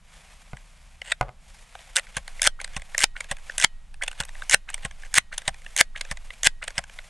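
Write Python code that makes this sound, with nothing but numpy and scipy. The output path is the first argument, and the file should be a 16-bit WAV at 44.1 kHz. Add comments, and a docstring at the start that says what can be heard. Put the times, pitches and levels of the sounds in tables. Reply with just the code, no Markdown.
"""A multi-pump air pistol is loaded and pumped seven times under a canvas shelter outdoors.
The bolt clicks home and a small object is put down on a plastic table. On each stroke the lever rattles
open and bumps its stop, chatters shut against the air pressure in ever quicker slips, and slams onto the
frame. Each click is a burst of noise ringing the hollow grip, the plastic frame and the steel parts.
Sleeves rustle with the arms, over faint air and a low rumble."""
import sys
import numpy as np
from scipy import signal
from scipy.fft import rfft, irfft
from scipy.io import wavfile

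SR = 44100
rng = np.random.default_rng(int(sys.argv[2]) if len(sys.argv) > 2 else 0)


def master(y):
    """Save y as 16-bit WAV."""
    cut = np.clip(np.atleast_2d(y).T, -1, 1)
    pcm = np.round(cut * 32767)  # scale
    wavfile.write(sys.argv[1], SR, pcm.astype(np.int16))


N = 312669
TIME = np.arange(N) / SR
LEAD_S = .005   # a contact peaks this long after it starts
BOLT_HOME_S = 1.1204
LATCH_S, LATCH_DB = 1.9664, -17.5
# colours of light contacts: hollow_db, frame_db, steel_db
DULL, TICK = np.array([-16, 0, -21]), np.array([-9.5, 0, -6.5])

# resonances of the hollow grip, the plastic frame and the steel parts: pitch_hz, width_hz, level_db
HOLLOW = [(542, 95, -3.5), (660, 86, -0.5), (773, 110, 0), (1097, 390, -5)]
FRAME = [(1548, 143, -1.5), (1715, 196, 0), (1931, 216, 0.5), (2215, 334, -1.5), (2430, 290, -3),
         (2840, 320, -5), (3480, 360, -6.5), (4330, 630, -13.5)]
STEEL = [(5260, 880, -5), (6466, 450, 1), (7490, 420, 0.5), (8450, 550, 4), (8360, 410, 3), (9080, 280, -5),
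         (9890, 520, -5), (11120, 480, -12.5)]
# low modes of the pistol bumping in the hand: pitch_hz, level_db, t60_s
THUD = [(22, -35.5, 0.18), (53, -28.5, 0.2), (140, -22.5, 0.048), (189, -43, 0.12)]
# body and treble spectra of cloth and air: frequency_hz, level_db
RUSTLE_LOW = [(250, -23), (350, -18), (500, -2.5), (750, 0.5), (1200, -1.5), (2200, -2), (3200, -4.5),
              (4500, -9.5), (6000, -19)]
RUSTLE_HIGH = [(3500, -13.5), (5000, -5), (7000, -2.5), (9500, -5), (11500, -10), (13000, -20)]
# the lever breaks free of the frame and its steel catch ticks: start_s, level_db, catch_db
RELEASES = [(2.6019, -32.5, -38), (3.166, -33, -57), (4.0236, -23.5, -31), (4.6896, -33.5, -38.5),
            (5.328, -32, -48), (5.9616, -31.5, -55), (6.6276, -30.5, -40.5)]
# the link flips over as the lever swings out: start_s, level_db, steel_offset_db
LINKS = [(2.6453, -29.5, -2.5), (3.2068, -27, -6), (4.0802, -24, -6.5), (4.7431, -29, 4),
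         (5.3806, -28, 3.5), (6.0117, -26, -5), (6.6797, -26.5, -5)]
# the lever hits its open stop and ticks as the hand turns back: start_s, level_db, tick_delay_s, tick_db
STOPS = [(2.1689, -23.5, 0.11, -35), (2.7656, -28, 0.054, -39.5), (3.3134, -24, .055, -44),
         (4.2029, -23.5, 0.089, -40.5), (4.8502, -27, 0.061, -41.5), (5.4789, -19, .065, -43.5),
         (6.1134, -27, 0.059, -39), (6.781, -21, 0.059, -39.5)]
# the arm pushes the lever back until the piston takes up the air: click_s, click_db, sleeve_db
PUSHES = [(2.395, -32.5, -53), (2.948, -23, -52.5), (3.4967, -27.5, -52.5), (4.4213, -29.5, -52.5),
          (5.0352, -38, -56.5), (5.6641, -35, -56), (6.3052, -33, -56), (6.989, -32.5, -55)]
# closing strokes: start_s, slam_s, first_gap_s, slip_count, bite_gain_db, slam_gain_db, chatter_gain_db
STROKES = [(2.4187, 2.4737, .0105, 6, 3, -1, -2), (2.9805, 3.0409, .0103, 6, 1.5, -1, -5),
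           (3.5810, 3.6457, .019, 5, -1, 1, -4), (4.4969, 4.5448, .013, 7, 0, 1, 1),
           (5.1415, 5.1829, .012, 7, 0, 1, 1), (5.7647, 5.8111, .013, 6, -1.5, 1, 0),
           (6.4331, 6.4709, .011, 6, -1.5, 1, 0)]


def from_db(db):
    """Decibels to gain."""
    return 10 ** (np.asarray(db) / 20)


def add(track, start_s, sound):
    """Mix a sound into the track."""
    i = round(start_s * SR)
    track[i:i + len(sound)] += sound[:N - i]


def noise(spectrum):
    """Noise of rms 1 with the given colour."""
    hz, db = np.transpose(spectrum)
    bins_hz = np.fft.rfftfreq(N, 1 / SR) + 1e-9
    colour_db = np.interp(np.log(bins_hz), np.log(hz), db, left=-200, right=-200)
    x = irfft(rfft(rng.standard_normal(N)) * from_db(colour_db), N)
    return x / x.std()


def resonate(x, hz, width_hz):
    """Two-pole resonance with gain 1 at its peak."""
    r = np.exp(-np.pi * width_hz / SR)
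    feedback = [1, -2 * r * np.cos(2 * np.pi * hz / SR), r * r]
    return signal.lfilter(np.array([1, 0, -1]) * (1 - r * r) / 2, feedback, x + 1e-18)


def ring(force, modes, spread_db, detune):
    """A force drives a set of resonances, whose mix and pitch shift with the point of contact."""
    out = 0
    for k, (hz, width_hz, db) in enumerate(modes):
        gain = (-1) ** k * from_db(db + spread_db * rng.normal())
        out += gain * resonate(force, hz * (1 + detune * rng.normal()), width_hz)
    return out


def struck(modes, spread_db):
    """A struck body rings in decaying sines, their balance different on every hit."""
    t = TIME[:SR]
    return sum(from_db(db + spread_db * rng.normal() - 60 * t / t60_s) * np.sin(2 * np.pi * hz * t)
               for hz, db, t60_s in modes)


def crunch(width_s, buzz_db=-24, buzz_s=.005, skirt_db=-14):
    """Rough faces graze, meet and part in a swell of tiny impacts; loose parts buzz on briefly."""
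    t = TIME[:SR // 16] - LEAD_S
    swell = np.exp(-(t / width_s) ** 2) + from_db(skirt_db) * np.exp(-np.abs(t) / width_s)
    buzz = from_db(buzz_db) * (t > 0) * np.exp(-np.abs(t) / buzz_s)
    return rng.standard_normal(len(t)) * (swell + buzz)


def click(levels_db, width_s=.0014, spread_db=3, detune=.033, damping=1):
    """One contact rings grip, frame and steel, each at its own level; damping widens the resonances."""
    _, frame_db, steel_db = levels_db
    # a soft contact that spares the steel also favours the lower modes
    db_per_octave = np.clip((steel_db - frame_db + 2) * .5, -9, 2)
    out = 0
    for modes, part_db in zip((HOLLOW, FRAME, STEEL), levels_db):
        tilted = [(hz, width_hz * damping, db + db_per_octave * np.log2(hz / modes[0][0]))
                  for hz, width_hz, db in modes]
        sound = ring(crunch(width_s), tilted, spread_db, detune)
        rms_over_5ms = np.sqrt(np.sum(sound ** 2) / (.005 * SR))
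        out += from_db(part_db) * sound / rms_over_5ms
    return out


def rattle(db, colour, bounce_colour, count, gap_s, first_loss_db, loss_db):
    """A hard hit and the run of fading bounces that follows it."""
    out = np.zeros(N)
    add(out, 0, click(db + np.array(colour)))
    for k, (jitter, accent_db) in enumerate(rng.standard_normal((count, 2))):
        bounce_db = db - first_loss_db - k * loss_db + accent_db
        add(out, gap_s * (k + 1 + .15 * jitter), click(bounce_db + np.array(bounce_colour)))
    return out[:SR // 4]


def outdoor_air(air_db=-65, hiss_db=-70, rumble_db=-50, sway_db=-39):
    """Faint air over a low rumble; a deep sway joins in once the pumping starts."""
    # spectra of the rumble and the sub-bass sway: frequency_hz, level_db
    rumble = [(15, -1.5), (30, 6.5), (50, -6.5), (65, -4.5), (85, -21.5), (125, -16.5), (180, -17.5),
              (300, -34.5), (500, -50)]
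    sway = [(6, -30.5), (12, -2.5), (18, 17.5), (26, -6.5), (45, -27), (80, -41.5)]
    pumping = np.interp(TIME, [2, 2.5], [0, 1])
    air = from_db(air_db) * noise(RUSTLE_LOW) + from_db(hiss_db) * noise(RUSTLE_HIGH)
    return air + from_db(rumble_db) * noise(rumble) + from_db(sway_db) * pumping * noise(sway)


def swing(start_s, end_s, swell_s=.12, sag_db_per_s=6.5, fade_s=.12):
    """Speed of one arm movement, 0 to 1: it swells, sags while it lasts and dies away."""
    age = np.maximum(TIME - start_s, 0)
    fade = np.clip(1 - (TIME - end_s) / fade_s, 0, 1)
    return np.minimum(age / swell_s, 1) * from_db(-sag_db_per_s * age) * fade


def sleeves(pull_db=-55, pull_treble_db=-6.5, push_treble_db=-2.5, turn_s=.051,
            cloth_db=-1, swish_db=-3, flutter_db=2):
    """Cloth rustles and swishes with the speed of the arms as they reach, pull and push."""
    # the arms load and raise the pistol: start_s, end_s, level_db, treble_offset_db
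    reaches = [(0.02, .42, -56, -3), (0.436, 1.16, -60.5, -2.5), (1.38, 1.645, -57, -2),
               (1.672, 2.188, -53.5, -4)]
    # resonances of the swishing cloth: pitch_hz, width_hz, level_db
    swishes = [(720, 230, -4), (2260, 620, 1), (3400, 300, -5.5)]
    push_ends_s = [slam_s for slam_s, *_ in STROKES] + [TIME[-1]]
    moves = [(swing(start_s, end_s), db, treble_db) for start_s, end_s, db, treble_db in reaches]
    for (free_s, *_), (stop_s, *_) in zip(RELEASES, STOPS[1:]):
        moves.append((swing(free_s, stop_s, swell_s=.035), pull_db, pull_treble_db))
    for (stop_s, *_), (_, _, push_db), end_s in zip(STOPS, PUSHES, push_ends_s):
        moves.append((swing(stop_s + turn_s, end_s), push_db, push_treble_db))
    body_gain = sum(speed * from_db(db) for speed, db, _ in moves)
    treble_gain = sum(speed * from_db(db + treble_db) for speed, db, treble_db in moves)
    swish = sum(from_db(db) * resonate(rng.standard_normal(N), hz, width) for hz, width, db in swishes)
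    flutter = from_db(flutter_db * noise([(5, 0), (30, -5), (200, -21.5)]))
    body = from_db(cloth_db) * noise(RUSTLE_LOW) + from_db(swish_db) * swish / swish.std()
    return flutter * (body_gain * body + treble_gain * noise(RUSTLE_HIGH))


def loading(bump_s=.5337, bump_db=-8, bolt_db=(-33, -15.5, -25), give_db=(-38, -23, -20), give_s=.0065):
    """The pistol bumps in the hand, the bolt clicks home, the stiff latch gives and then clacks open."""
    # the hands grip the bolt and shift on the pistol: start_s, level_db, hollow_offset_db, steel_offset_db
    handling = [(0.5695, -42, -13, -8.5), (1.0177, -30, -14, -15), (1.7527, -42.5, 6, -11),
                (1.7916, -46, -3, -12), (2.069, -44.5, -24, -14), (3.9425, -46.5, -9, -5),
                (4.2252, -39, -16, -7), (4.2357, -37.5, -9, -6), (4.2516, -46, -5, 5),
                (4.3524, -41, -9, -22), (6.8976, -43, -7, -14)]
    out = np.zeros(N)
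    add(out, bump_s, from_db(bump_db) * struck(THUD, spread_db=2))
    for s, db, hollow_db, steel_db in handling:
        add(out, s - LEAD_S, click(db + np.array([hollow_db, 0, steel_db])))
    add(out, BOLT_HOME_S - LEAD_S, click(bolt_db, width_s=.0032))
    add(out, LATCH_S - give_s - LEAD_S, click(give_db, width_s=.001))
    clack = rattle(LATCH_DB, colour=(-25.5, 0, 1), bounce_colour=(-11.5, 0, -5.5),
                   count=5, gap_s=.0054, first_loss_db=6, loss_db=1.5)
    add(out, LATCH_S - LEAD_S, clack)
    return out


def table_knocks(crack_db=-25, rattle_db=-34, rattle_t60_s=.23, rattle_hz=(450, 1050)):
    """Something hard is set down on the hollow plastic top, which rattles as it settles."""
    # knocks on the top: start_s, level_db
    knocks = [(.533, -21), (1.2104, -11), (1.2118, 0), (1.228, -16), (1.284, -27), (1.292, -22)]
    # modes of the top: pitch_hz, level_db, t60_s
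    top_modes = [(43, -31, .24), (129, -20, .1), (175, -28, .06), (330, -37, .03), (540, -41, .04),
                 (657, -35, .08), (743, -19, .06), (829, -24, .07), (1020, -19, .025), (1230, -16, .02),
                 (1459, -21, .04), (2067, -17, .018), (2417, -23, .015), (4200, -31, .01)]
    out, t = np.zeros(N), TIME[:SR // 4]
    band = signal.butter(2, rattle_hz, "band", fs=SR, output="sos")
    for s, db in knocks:
        settling = signal.sosfilt(band, rng.standard_normal(len(t)))
        add(out, s, from_db(db) * struck(top_modes, spread_db=3))
        add(out, s, from_db(db + rattle_db - 60 * t / rattle_t60_s) * settling / settling.std())
        # soft touches crack less
        add(out, s - LEAD_S, from_db(2 * db + crack_db) * crunch(width_s=.0005))
    return out


def scrapes(grains_per_s=2200, size_spread_db=2.5, hollow_db=-10):
    """Sliding faces catch in dense uneven grains, harder as the part gathers speed."""
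    # bolt, latch and lever joints slide: start_s, end_s, level_db, steel_offset_db
    slides = [(1.042, BOLT_HOME_S, -40.5, -5), (LATCH_S - .011, LATCH_S, LATCH_DB - 10, 1)]
    slides += [(s - .0079, s + .017, db - 12, -7) for s, db, _ in RELEASES]
    slides += [(s - .0038, s, db - 15, -3) for s, db, _ in LINKS]
    slides += [(s - .027, s, -43, -7) for s, *_ in STOPS]
    out, t = np.zeros(N), TIME[:SR // 6]
    for start_s, end_s, db, steel_db in slides:
        speed = np.interp(t + start_s, [start_s, end_s, end_s + .013], [.35, 1, 0])
        catches = rng.random(len(t)) < grains_per_s / SR
        grains = catches * rng.standard_normal(len(t))
        grains *= from_db(size_spread_db * rng.standard_normal(len(t)))
        for modes, part_db in ((HOLLOW, hollow_db), (FRAME, 0), (STEEL, steel_db)):
            sound = ring(grains, modes, spread_db=1, detune=.027)
            add(out, start_s, from_db(db + part_db) * speed * sound / sound.std())
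    return out


def lever_opening(squeak_s=.016, squeak_db=-3, catch_s=.0125, catch_colour=(-3, -1, 2.3),
                  link_hollow_db=-12.5, settle_s=.026, settle_db=-14, thud_db=-4.5):
    """The lever breaks free, the link flips and settles, then the lever thuds and bounces on its stop."""
    # the hollow grip rings at the stop: pitch_hz, level_db, t60_s
    grip_modes = [(564, -46.5, 0.089), (777, -39, 0.063), (1079, -38.5, 0.077)]
    out = np.zeros(N)
    for s, db, catch_db in RELEASES:
        add(out, s - LEAD_S, click(db + DULL))
        add(out, s - squeak_s + LEAD_S / 2, from_db(db + squeak_db) * squeak(squeak_s))
        add(out, s + catch_s - LEAD_S, click(catch_db + np.array(catch_colour)))
    for s, db, steel_db in LINKS:
        add(out, s - LEAD_S, click(db + np.array([link_hollow_db, 0, steel_db]), width_s=.002))
        add(out, s + settle_s * rng.uniform(.8, 1.5) - LEAD_S, click(db + settle_db + TICK))
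    for s, db, tick_delay_s, tick_db in STOPS:
        bounces = rattle(db, colour=(-12.5, 0, -3.5), bounce_colour=(-2.5, 0, -3.5),
                         count=3, gap_s=.004, first_loss_db=8, loss_db=4)
        add(out, s - LEAD_S, bounces)
        add(out, s, from_db(thud_db) * struck(THUD, spread_db=1))
        add(out, s, struck(grip_modes, spread_db=4))
        add(out, s + tick_delay_s - LEAD_S, click(tick_db + TICK))
    return out


def piston():
    """A dull click as the piston starts to press on the air."""
    out = np.zeros(N)
    for s, db, _ in PUSHES:
        add(out, s - LEAD_S, click(db + DULL))
    return out


def lever_closing(bite_db=(-37, -24, -19.5), early_db=(-41, -26, -24), late_db=(-35, -17, -25),
                  touch_db=(-32, -21, -19), slam_db=(-22.5, -10.5, -13.5), thud_db=-10, rub_db=-31,
                  last_slip_s=.0066, quicken=.7, touch_s=.0044):
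    """Against the air the lever sticks and slips, ever quicker and duller, then snaps onto the frame."""
    # the lever arm barks and the steel spring rings on at each slam: pitch_hz, level_db, t60_s
    arm_modes = [(1780, -8.5, .015), (2100, -8, 0.011)]
    spring_modes = [(1895, -61, 1.0), (2498, -65, .38), (3015, -58, .28), (3758, -70, .8), (4167, -66, .36),
                    (4231, -68, .26)]
    out = np.zeros(N)
    for start_s, slam_s, gap_s, slip_count, bite_gain_db, slam_gain_db, chatter_gain_db in STROKES:
        bite = click(np.array(bite_db) + bite_gain_db, width_s=.0011, spread_db=2.5, detune=.015)
        add(out, start_s - LEAD_S, bite)
        chatter_s = slam_s - last_slip_s - start_s - gap_s
        for progress in np.linspace(0, 1, slip_count):
            slip_s = start_s + gap_s + chatter_s * progress ** quicken + rng.normal(0, .0005)
            slip_db = np.array(early_db) * (1 - progress) + (np.array(late_db) + chatter_gain_db) * progress
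            slip = click(slip_db + rng.normal(0, 1), width_s=.0012, spread_db=2, detune=.012)
            add(out, slip_s - LEAD_S, slip)
        # between slips the faces keep rubbing, harder as the pressure builds
        pressure = np.linspace(.4, 1, round((slam_s - start_s) * SR))
        for modes in (FRAME, STEEL):
            rub = ring(rng.standard_normal(SR // 8), modes, spread_db=2, detune=.01)[:len(pressure)]
            add(out, start_s, from_db(rub_db) * pressure * rub / rub.std())
        # lever and frame touch, then slam; pressed together they damp each other
        touch = click(touch_db, width_s=.001, spread_db=2, detune=.012, damping=2)
        slam = click(slam_db, width_s=.0011, spread_db=1.5, detune=.012, damping=1.9)
        force = from_db(slam_gain_db)
        add(out, slam_s - touch_s - LEAD_S, touch)
        add(out, slam_s - LEAD_S, force * slam)
        add(out, slam_s - touch_s, force * from_db(thud_db) * struck(THUD[2:], spread_db=4))
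        add(out, slam_s - .001, force * struck(arm_modes, spread_db=1))
        add(out, slam_s, struck(spring_modes, spread_db=2))
    return out


def squeak(glide_s, glide_hz=(1124, 2396), width_hz=430):
    """The lever's tip rubs out of its seat: a rough tone that glides up and swells."""
    t = TIME[:SR // 16]
    hz = np.interp(t, [0, glide_s], glide_hz)
    grit = rng.standard_normal(len(t)) + 1j * rng.standard_normal(len(t))
    wobble = signal.sosfilt(signal.butter(2, width_hz / 2, fs=SR, output="sos"), grit)
    tone = np.real(wobble * np.exp(2j * np.pi * np.cumsum(hz) / SR))
    swell = np.interp(t / glide_s, [0, .5, .9, 1.15], [.33, .33, 1, .041])
    return swell * tone / tone.std()


def loose_joints(ticks_per_s=14, tick_db=-48, spread_db=3, chances=16):
    """Slack in the joints ticks faintly at random while the lever is out."""
    out = np.zeros(N)
    for (free_s, *_), (_, slam_s, *_) in zip(RELEASES, STROKES[1:]):
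        open_s = slam_s - free_s
        for place, luck, size in rng.random((chances, 3)):
            if luck < ticks_per_s * open_s / chances:
                add(out, free_s + place * open_s, click(tick_db + spread_db * (2 * size - 1) + TICK))
    return out


def shelter(x, t60_s=.06, delay_s=.006, canvas_hz=7000):
    """Canvas, table and ground send back a short, dull scatter."""
    t = TIME[:SR // 4]
    echoes = rng.standard_normal(len(t)) * from_db(-60 * t / t60_s) * (t > delay_s)
    echoes = signal.sosfilt(signal.butter(1, canvas_hz, fs=SR, output="sos"), echoes)
    return signal.fftconvolve(x, echoes / np.linalg.norm(echoes))[:N]


def scene(echo_db=-29, width_db=-29):
    """Everything is close and central; a faint, dull, smeared copy of the whole mix is added to one channel and
    taken from the other, so the two differ slightly."""
    pistol = loading() + lever_opening() + piston() + loose_joints() + scrapes() + lever_closing()
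    direct = pistol + table_knocks()
    mid = direct + from_db(echo_db) * shelter(direct) + sleeves() + outdoor_air()
    side = from_db(width_db) * shelter(mid)
    return np.array([mid + side, mid - side])


def record(dry, mic_top_hz=11700, knee=4, cutoff_hz=16000):
    """The microphone loses the highest treble, the slams just overload, and the top is cut."""
    x = signal.sosfilt(signal.ellip(8, .5, 70, mic_top_hz, fs=SR, output="sos"), dry)
    x = x / (1 + np.abs(x) ** knee) ** (1 / knee)
    return signal.sosfilt(signal.cheby2(12, 70, cutoff_hz, fs=SR, output="sos"), x)


dry = scene()
out = record(dry)
master(out)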